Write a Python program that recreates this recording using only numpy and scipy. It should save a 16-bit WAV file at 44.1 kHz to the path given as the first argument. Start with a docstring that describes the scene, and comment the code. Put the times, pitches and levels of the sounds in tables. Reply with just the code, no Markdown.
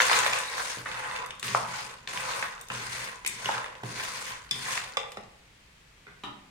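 """Crisp fried pieces slide off a plate into a pan of simmering syrup and are turned with a wooden spatula.
Showers of short damped grains make the patter on the pan and the rustle of crust on crust.
Filtered contact pulses ring the modes of pan, spatula and plate: knocks, taps, and the plate put down.
Shaped noise rocks the pan on its support and fills the kitchen; wavering tones squeak, and syrup fizzes faintly.
The kitchen is small and hard, with the right microphone turned away from the stove."""
import sys
import numpy as np
from scipy import signal
from scipy.fft import rfft, irfft
from scipy.io import wavfile
from scipy.ndimage import uniform_filter1d

SR = 44100
rng = np.random.default_rng(int(sys.argv[2]) if len(sys.argv) > 2 else 0)


def bounce(signal):
    """Save signal as a 16-bit WAV file at the path given by the first command-line argument."""
    frames = np.transpose(np.atleast_2d(signal))
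    limited = np.clip(frames, -1, 1)
    pcm = np.round(limited * 32767).astype(np.int16)
    wavfile.write(sys.argv[1], SR, pcm)


N = 286673

# resonances of the pan on its support: frequency_hz, level_db, t60_s
SUPPORT_MODES = [(123.7, -0.5, 0.3), (172.3, -5.5, 0.18), (205.6, 0.5, 0.071), (307, -3.5, 0.03),
                 (415, -5.5, 0.08)]
# resonances of the loaded pan: frequency_hz, level_db, t60_s
PAN_MODES = [(471.4, 5.5, 0.24), (511.8, 11, 0.25), (549, 8.5, 0.033), (854, -3, 1), (1002, 4, 0.31),
             (1038, 7, 0.19), (1133, 12, 0.016), (1210, -20, 0.52), (1307, -3.5, 0.14), (1482, 0, 0.29),
             (1507, -3, 0.17), (1653, -4, 0.33), (1620, -2, 0.082), (1864, 0, 0.25), (2170, -7.5, 0.11),
             (2170, -32, 0.089), (2473, 3, 0.058), (2585, 6.5, 0.12), (3658, 14.5, 0.033),
             (4180, -21, 0.094)]
# spectrum of crust on crust: frequency_hz, level_db (per hertz)
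RUSTLE_SPECTRUM = [(300, -65), (1500, 8), (3000, -0.5), (5000, 2), (7000, -3), (9200, -2.5), (11500, -4.5),
                   (16000, 2)]
# spatula strokes; the blade gathers pieces to a full load, pushes them on, then lifts; levels are relative:
# start_s, gather_s, push_s, patter_db, rustle_db, patter_entry_db, rustle_entry_db, rock_db
# (entry levels are relative to full load)
SPATULA_STROKES = [ (0.856, .2, .11, -34, -48, -4, -2, -63), (1.423, 0.043, 0.11, -40, -39.5, -2, -3, -43),
                   (1.660, 0.078, 0.084, -38, -43.5, -10, -7, -74),
                   (2.075, 0.24, 0.099, -33.5, -41.5, -7, -3, -52),
                   (2.699, 0.031, 0.14, -38.5, -44, 9, -10, -47.5),
                   (2.879, 0.14, 0.018, -39, -41.5, -10, -5, -76),
                   (3.260, 0.24, 0.057, -33, -44, -25.5, -5.5, -58),
                   (3.833, 0.15, 0.32, -39.5, -42, -7.5, -10, -45.5),
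                   (4.51, 0.22, 0.014, -34.5, -36, -16, -12.5, -49)]
# once left alone, the crusts stop rubbing sooner than loose pieces stop rolling
PATTER_SETTLE_DB_PER_S, RUSTLE_SETTLE_DB_PER_S = 80, 117


def amp(db):
    """Level law: converts decibels to amplitude gain."""
    return 10 ** (np.asarray(db) / 20)


def unit(x):
    """Power normalization: scales to rms 1."""
    return x / np.sqrt(np.mean(x ** 2) + 1e-20)


def unit_energy(x):
    """Energy normalization: scales to a summed square of 1."""
    return x / np.sqrt(np.sum(x ** 2) + 1e-20)


def at_hz(points, hz):
    """Logarithmic frequency scale: interpolates a spectrum table along it."""
    table_hz, value = np.transpose(points)
    return np.interp(np.log(hz + 1), np.log(table_hz), value)


def add(mix, s, sound):
    """Superposition: mixes a sound in at time s."""
    part = mix[..., max(round(s * SR), 0):][..., :sound.shape[-1]]
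    part += sound[..., :part.shape[-1]]


def convolve(x, response):
    """Linear time-invariant response: convolves along time and keeps the length."""
    return signal.fftconvolve(np.atleast_2d(x), np.atleast_2d(response), axes=1)[:, :x.shape[-1]]


def causal(db_of_hz, size=2048):
    """Minimum phase: the most compact impulse response with a given spectrum."""
    hz = abs(np.fft.fftfreq(size, 1 / SR))
    log_gain = np.log(amp(np.maximum(db_of_hz(hz), -100)))
    # the Hilbert transform of the log gain gives the phase
    return np.fft.ifft(np.exp(np.conj(signal.hilbert(log_gain)))).real


def colour(x, points):
    """Spectral shaping: filters by a spectrum table."""
    return convolve(x, causal(lambda hz: at_hz(points, hz)))[0]


def modes(table, size=12000):
    """Modal superposition: the free ring of a body is a sum of decaying sines."""
    t = np.arange(size) / SR
    ring = np.zeros(size)
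    for k, (hz, db, t60) in enumerate(table):
        sign = (-1) ** k
        ring += sign * amp(db - 60 * t / t60) * np.sin(2 * np.pi * hz * t)
    # little is radiated below the lowest mode
    lowest_hz = table[0][0]
    return signal.sosfilt(signal.butter(2, .75 * lowest_hz, "high", fs=SR, output="sos"), ring)


def pair(x):
    """Spatial coherence: makes two unrelated channels alike in the bass, as at two close microphones."""
    # likeness of reflected sound at the two microphones: frequency_hz, likeness (0 to 1)
    likeness = [(130, 0.97), (290, 0.8), (500, 0), (900, 0.04)]
    z = rfft(x)
    same = np.clip(at_hz(likeness, np.fft.rfftfreq(x.shape[1], 1 / SR)), 0, 1)
    right = same * z[0] + np.sqrt(1 - same ** 2) * z[1]
    return irfft(np.array([z[0], right]), x.shape[1])


def paths(room_db, near_db=-4, near_s=0.0042, size=24000):
    """Multipath propagation from pan to microphones: direct sound, bounces off pan wall and hob, the room."""
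    # reverberation: frequency_hz, t60_s
    room_decay = [(130, 0.62), (400, 0.76), (1000, 0.56), (2800, 0.47), (7300, 0.31), (15000, 0.24)]
    t = np.arange(size) / SR
    direct = np.zeros((2, size))
    direct[0, 10] = direct[1, rng.integers(0, 18)] = 1  # a random small lag between the microphones
    near = rng.standard_normal((2, size)) * (rng.random((2, size)) < .06)
    near *= np.exp(-t / near_s) * (t > .0006)
    echoes = rng.choice([-1., 1.], (2, size)) * (rng.random((2, size)) < .08) * (t > .006)
    # each frequency of the sparse echoes decays at its own rate
    hz, s, z = signal.stft(echoes, SR, nperseg=256)
    decay = amp(-60 * s / at_hz(room_decay, hz)[:, None])
    tail = signal.istft(z * decay, SR, nperseg=256)[1][:, :size]
    reflected = amp(near_db) * unit_energy(near) + amp(room_db) * unit_energy(tail)
    return direct + np.sqrt(2) * pair(reflected)


def grains(per_s, spread_db, low_hz, high_hz, cycles, spectrum, room_db, steady_s, count=6, size=600):
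    """Poisson-like shower of small impacts, each a few cycles at one of many pitches, over several pan spots."""
    t, out = np.arange(size) / SR, np.zeros((2, N))
    for spot in range(count):
        clicks = np.zeros(N)
        for hz in np.geomspace(low_hz, high_hz, count) * rng.uniform(.8, 1.2, count):
            chance, strength, sign = rng.random((3, N))
            hit = np.flatnonzero(chance < per_s / count ** 2 / SR)
            level_db = spread_db * np.minimum(-np.log(strength[hit]), 4)  # few are strong
            train = np.zeros(N)
            train[hit] = np.sign(sign[hit] - .5) * amp(level_db)
            grain = np.exp(-t * hz / cycles) * np.cos(2 * np.pi * hz * t)
            clicks += signal.oaconvolve(train, unit_energy(grain) * np.sqrt(hz))[:N]
        out += convolve(colour(clicks, spectrum), paths(room_db))
    # the slow level is evened out, to be set later; single impacts stand out from it
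    power = uniform_filter1d((out ** 2).mean(0), int(steady_s * SR) + 1)
    return out / np.sqrt(abs(power) + .01 * power.mean())


def blow(struck, hz, octaves, thud_db, ring_db, contact_s, room_db, skirt_db=15, chatter=0.7, size=24000):
    """Impact excitation: a short grating push gives a dry clack, rings the struck body and thumps the support."""
    t = np.arange(size) / SR
    push = chatter * rng.standard_normal(size) * 2 * t / contact_s * np.exp(-(t / contact_s) ** 2)
    push[0] += 2
    # soft wood gives a low clack, a hard edge a high one
    hump = causal(lambda f: -skirt_db * (np.hypot(1, np.log2((f + 20) / hz) / octaves) - 1))
    clack = unit_energy(convolve(push, hump))
    body = unit_energy(convolve(modes(struck, size), hump))
    thud = unit_energy(modes(SUPPORT_MODES, size))
    return convolve(clack + amp(ring_db) * body + amp(thud_db) * thud, paths(room_db))


def pour(axis):
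    """Gravity-driven slide: one dB column of the pour as gain; it dies away when the plate is empty."""
    # the pile sliding off the plate, relative levels: time_s, patter_db (on the pan), rustle_db (crust on crust)
    slide = np.array([(0, -30, -33.5), (.16, -24, -30), (.21, -26, -35), (.36, -28.5, -37.5),
                      (0.481, -40.5, -44), (.61, -33, -41), (.71, -37, -39), (.83, -45.5, -51.5)])
    t = np.arange(N) / SR
    level_db = np.interp(t, slide[:, 0], slide[:, axis])
    return amp(level_db - PATTER_SETTLE_DB_PER_S * np.maximum(t - slide[-1, 0], 0))


def stroke(gather_s, push_s, entry_db, settle_db_per_s):
    """Load-dependent excitation: goes from entry to full load, sags a little in the push, then settles."""
    entry_s, push_sag_db_per_s = 0.018, 5
    t = np.arange(N) / SR
    swell = entry_db * np.maximum(1 - t / gather_s, 0)
    sag = push_sag_db_per_s * np.clip(t - gather_s, 0, push_s)
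    settle = settle_db_per_s * np.maximum(t - gather_s - push_s, 0)
    return np.minimum(t / entry_s, 1) * amp(swell - sag - settle)


def motion():
    """Power addition: patter and rustle gains from the pour and stroke after stroke."""
    fall_s = 0.022  # pieces pushed off the blade keep landing for this long after it lifts
    patter, rustle = pour(axis=1) ** 2, pour(axis=2) ** 2
    for s, gather_s, push_s, patter_db, rustle_db, patter_entry_db, rustle_entry_db, _ in SPATULA_STROKES:
        pattering = stroke(gather_s, push_s + fall_s, patter_entry_db, PATTER_SETTLE_DB_PER_S)
        rustling = stroke(gather_s, push_s, rustle_entry_db, RUSTLE_SETTLE_DB_PER_S)
        add(patter, s, (amp(patter_db) * pattering) ** 2)
        add(rustle, s, (amp(rustle_db) * rustling) ** 2)
    return np.sqrt(patter), np.sqrt(rustle)


def clacks(per_s=34, spread_db=10, low_hz=1300, high_hz=3600, count=6):
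    """Random impact process: whole pieces of several sizes tumble over and strike the pan."""
    out = np.zeros((2, N))
    for hz in np.geomspace(low_hz, high_hz, count):
        chance, strength = rng.random((2, N))
        train = (chance < per_s / count / SR) * amp(-spread_db * strength)
        clack = blow(PAN_MODES, hz, octaves=1.08, thud_db=-22, ring_db=-9, contact_s=0.0016, room_db=-4)
        out += convolve(train, clack)
    return out


def heap(clump_db=1.5, clump_s=0.0089, ring_db=-13, clack_db=-5.0):
    """Granular collision and friction: pieces patter and clack, crusts rub; they give way in small clumps."""
    # patter on the pan: frequency_hz, level_db (per hertz)
    patter_spectrum = [(100, -3), (340, -8.5), (500, -11), (660, -7.5), (1020, -0.5), (1280, -1.5),
                       (1550, 0), (2200, -10), (3000, -16), (4500, -24), (8000, -24), (16000, -72)]
    patter = grains(per_s=650, spread_db=4.5, low_hz=543, high_hz=3820, cycles=1.56,
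                    spectrum=patter_spectrum, room_db=4.0, steady_s=0.16)
    rustle = grains(per_s=1800, spread_db=4.0, low_hz=2186, high_hz=11060, cycles=2.0,
                    spectrum=RUSTLE_SPECTRUM, room_db=4, steady_s=0.0097)
    patter = unit(patter) + amp(clack_db) * unit(clacks())
    patter = patter + amp(ring_db) * convolve(patter, unit_energy(modes(PAN_MODES)))
    clumps = amp(clump_db * unit(uniform_filter1d(rng.standard_normal(N), int(clump_s * SR) + 1)))
    pattering, rustling = motion()
    moving = clumps * (amp(-2.5) * unit(patter) * pattering + amp(3.5) * unit(rustle) * rustling)
    # the room hangs on for a moment after each stroke
    return convolve(moving, paths(room_db=-13.5, near_db=-24))


def settling(db=-12, linger_s=0.11):
    """Stick-slip relaxation: sticky crusts tick crisply for a moment after the heap has been moved."""
    ticks = grains(per_s=150, spread_db=5, low_hz=2520, high_hz=10400, cycles=2.2,
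                   spectrum=RUSTLE_SPECTRUM, room_db=-8, steady_s=0.1)
    # unrest follows the rustle's power and decays exponentially
    rate = 1 / (linger_s * SR)
    rustling = motion()[1]
    unrest = signal.lfilter([rate], [1, rate - 1], rustling ** 2)
    return amp(db) * unit(ticks) * np.sqrt(unrest)


def rocking():
    """Forced resonance: falling pile, tipping at each stroke and dragging blade shake the pan on its support."""
    pour_shake_db = -27.5  # relative to the patter of the pour
    drag_shake_db = -55  # relative level for as long as the blade drags
    # the pan tips as the blade bears down, then steadies
    rise_s, hold_s, fade_db_per_s = 0.035, 0.048, 56
    t, power = np.arange(N) / SR, (amp(pour_shake_db) * pour(axis=1)) ** 2
    tip = np.minimum(t / rise_s, 1) * amp(-fade_db_per_s * np.maximum(t - rise_s - hold_s, 0))
    for s, gather_s, push_s, *_, rock_db in SPATULA_STROKES:
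        drag = stroke(gather_s, push_s, entry_db=0.5, settle_db_per_s=43)
        add(power, s, (amp(rock_db) * tip) ** 2 + (amp(drag_shake_db) * drag) ** 2)
    shake = pair(convolve(rng.standard_normal((2, N)), modes(SUPPORT_MODES)))
    return amp(1) * unit(shake) * np.sqrt(power)  # 1 dB above the relative levels


def simmer():
    """Random bubble bursts in the syrup over shaped noise, the steady rumble and hiss of the kitchen."""
    # bursting bubbles: frequency_hz, level_db (per hertz)
    fizz_spectrum = [(300, -33), (1000, -3.5), (2200, -12), (4000, -7), (9000, -33), (16000, -24)]
    # kitchen rumble and hiss: frequency_hz, level_db (per hertz)
    kitchen_spectrum = [(15, -4), (30, -4), (48, 7), (80, -1), (180, -4), (230, -10.5), (330, -16.5),
                        (1500, -17.5), (2000, -14.5), (2700, -16.5), (4400, -19), (8800, -26),
                        (15000, -29.5)]
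    fizz = grains(per_s=1100, spread_db=2, low_hz=1114, high_hz=9400, cycles=1.4,
                  spectrum=fizz_spectrum, room_db=3, steady_s=.3)
    air = pair(np.array([colour(side, kitchen_spectrum) for side in rng.standard_normal((2, N))]))
    return amp(-69.5) * fizz + amp(-56.5) * unit(air)


def drops():
    """Impact of single pieces: those that land hard on the pan ring its modes."""
    # hard landings: time_s, level_db, centre_hz
    landings = [(.0025, 6.5, 1230), (.009, 2.5, 1650), (0.018, 1, 2800), (.097, -.5, 1300), (.114, 3, 1640),
                (.130, 0.5, 2130), (0.189, -1, 4560), (.233, -5, 1390), (0.263, -3, 1080), (.333, -2, 2220),
                (.388, -8, 8000), (1.261, -18.5, 7000), (1.3067, -14, 2700), (1.396, -17, 6000),
                (1.48, -10.5, 2250), (2.174, -9, 1840), (2.612, -16.5, 9400), (2.685, -20.5, 5500),
                (3.661, -14.5, 1200), (4.776, -7, 2500)]
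    out = np.zeros((2, N))
    for s, db, hz in landings:
        landing = blow(PAN_MODES, hz, octaves=1.0, thud_db=-43.5, ring_db=-10, contact_s=0.0013, room_db=-4)
        add(out, s, amp(db) * landing)
    return out


def squeaks(waver=0.008):
    """Stick-slip friction: the pile squeaks over the plate's glaze in brief tones of unsteady pitch."""
    # squeaks: start_s, length_s, pitch_hz, level_db
    slips = [(0.424, 0.048, 3860, -41), (0.473, 0.025, 3820, -34)]
    out = np.zeros(N)
    for s, length_s, hz, db in slips:
        size = int(length_s * SR)
        drift = unit(uniform_filter1d(rng.standard_normal(SR), size=60))[:size]
        phase = 2 * np.pi * np.cumsum(hz * (1 + waver * drift)) / SR
        add(out, s, amp(db) * np.hanning(size) * np.sin(phase))
    return convolve(out, paths(room_db=-7, near_db=-12))


def knocks():
    """Contact stiffness sets the colour: the blade meets the pan, dull with its face and bright with its edge."""
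    # blade on pan: time_s, level_db, centre_hz, width_octaves, thud_db, contact_s
    blade_hits = [ (0.772, -18, 250, 0.72, 1.5, 0.0031), (0.8576, -9, 1340, 0.77, -39, 0.0035),
                  (1.428, -9.5, 2870, 1.2, -10, 0.0014), (1.548, 5.5, 1020, 0.64, -18, 0.00061),
                  (2.074, -10.5, 2500, 0.93, -13, 0.0023), (2.426, -5, 1640, 0.63, -34, 0.00079),
                  (2.701, -10, 1900, 0.92, -9, 0.0017), (3.2477, -12.5, 1630, 1.33, -24, 0.0019),
                  (3.261, -6.5, 2500, 0.31, -30, 0.0012), (3.263, -3.5, 6400, 1.6, -23, 0.0022),
                  (3.273, -1.5, 8300, 0.39, -30, 0.0035), (3.457, -5.5, 2000, 0.96, -8, 0.002),
                  (3.489, -0.5, 854, 0.66, -25, 0.0023), (3.833, -13, 450, 2, 3.5, 0.0032),
                  (3.998, -9, 1980, 0.8, -28, .0013)]
    out = np.zeros((2, N))
    for s, db, hz, octaves, thud_db, contact_s in blade_hits:
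        knock = blow(PAN_MODES, hz, octaves, thud_db, ring_db=-11, contact_s=contact_s, room_db=-3.5)
        add(out, s, amp(db) * knock)
    return out


def spatula_taps():
    """Modal ring of a struck bar: the spatula is tapped on the pan and laid down."""
    # taps: time_s, level_db, centre_hz, width_octaves, thud_db, ring_db
    tap_hits = [ (4.5105, -5, 4200, 0.96, -13, 4.5), (4.970, -6, 1540, 1.5, -20, 5),
                (5, -27, 2100, 1.1, -36, -6), (5.119, -19, 1900, 2.8, -18, -0.5),
                (5.171, -13.5, 920, 1.26, -3, -7)]
    # resonances of the spatula: frequency_hz, level_db, t60_s
    spatula_modes = [(461, 3, 0.061), (540, 1, 0.064), (836, 2.5, 0.042), (1010, -6.5, 0.052),
                     (1166, 0, 0.07), (1995, -4, 0.025), (2394, -2, 0.034), (3180, -7, 0.034),
                     (3534, 9, 0.023), (5070, 6.5, 0.021), (6700, -30, .02), (8450, -15, .02)]
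    out = np.zeros((2, N))
    for s, db, hz, octaves, thud_db, ring_db in tap_hits:
        tap = blow(spatula_modes, hz, octaves, thud_db, ring_db, contact_s=0.0018, room_db=-3.5)
        add(out, s, amp(db) * tap)
    return out


def plate_set_down():
    """Modal ring of a struck plate: the emptied plate is put down beside the stove."""
    # plate contacts: time_s, level_db, centre_hz, width_octaves, thud_db, ring_db
    plate_hits = [ (6.067, -25.5, 1160, .8, -2.5, -26), (6.236, -17, 650, 1.46, -9.5, 3.5)]
    # resonances of the plate: frequency_hz, level_db, t60_s
    plate_modes = [(198, 1.5, 0.13), (291, -3, 0.066), (386, -15, 0.052), (575, -15, 0.078),
                   (844, -7.5, 0.082), (980, 3.5, 0.052), (1240, 2.5, 0.041), (1800, -1, 0.082),
                   (2240, -15, .05), (2920, 4, 0.045), (3170, 19, 0.012), (3840, 13.5, 0.052)]
    out = np.zeros((2, N))
    for s, db, hz, octaves, thud_db, ring_db in plate_hits:
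        contact = blow(plate_modes, hz, octaves, thud_db, ring_db, contact_s=0.0032, room_db=4.5)
        add(out, s, amp(db) * contact)
    return out


def scene():
    """Linear superposition of everything at the stove."""
    moved = heap() + settling() + rocking()
    struck = drops() + knocks() + spatula_taps() + plate_set_down()
    return moved + simmer() + squeaks() + struck


def record(dry):
    """Microphone directivity: the right one is shaded in the treble; then a low-pass limits the band."""
    # microphone responses: frequency_hz, level_db
    left_response = [(200, -3), (400, 1), (700, 1.5), (2400, 2), (4400, 0.5), (8000, 4), (15000, -6.5)]
    right_response = [(200, -3), (400, 4), (700, 0), (2400, 3.5), (4400, -2), (8000, -10), (15000, -11.5)]
    heard = np.array([colour(dry[0], left_response), colour(dry[1], right_response)])
    low_pass = signal.firwin(511, 15950, window=("kaiser", 9), fs=SR)  # cutoff in Hz
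    return signal.oaconvolve(heard, low_pass[None], "same")


dry = scene()
out = record(dry)
bounce(out)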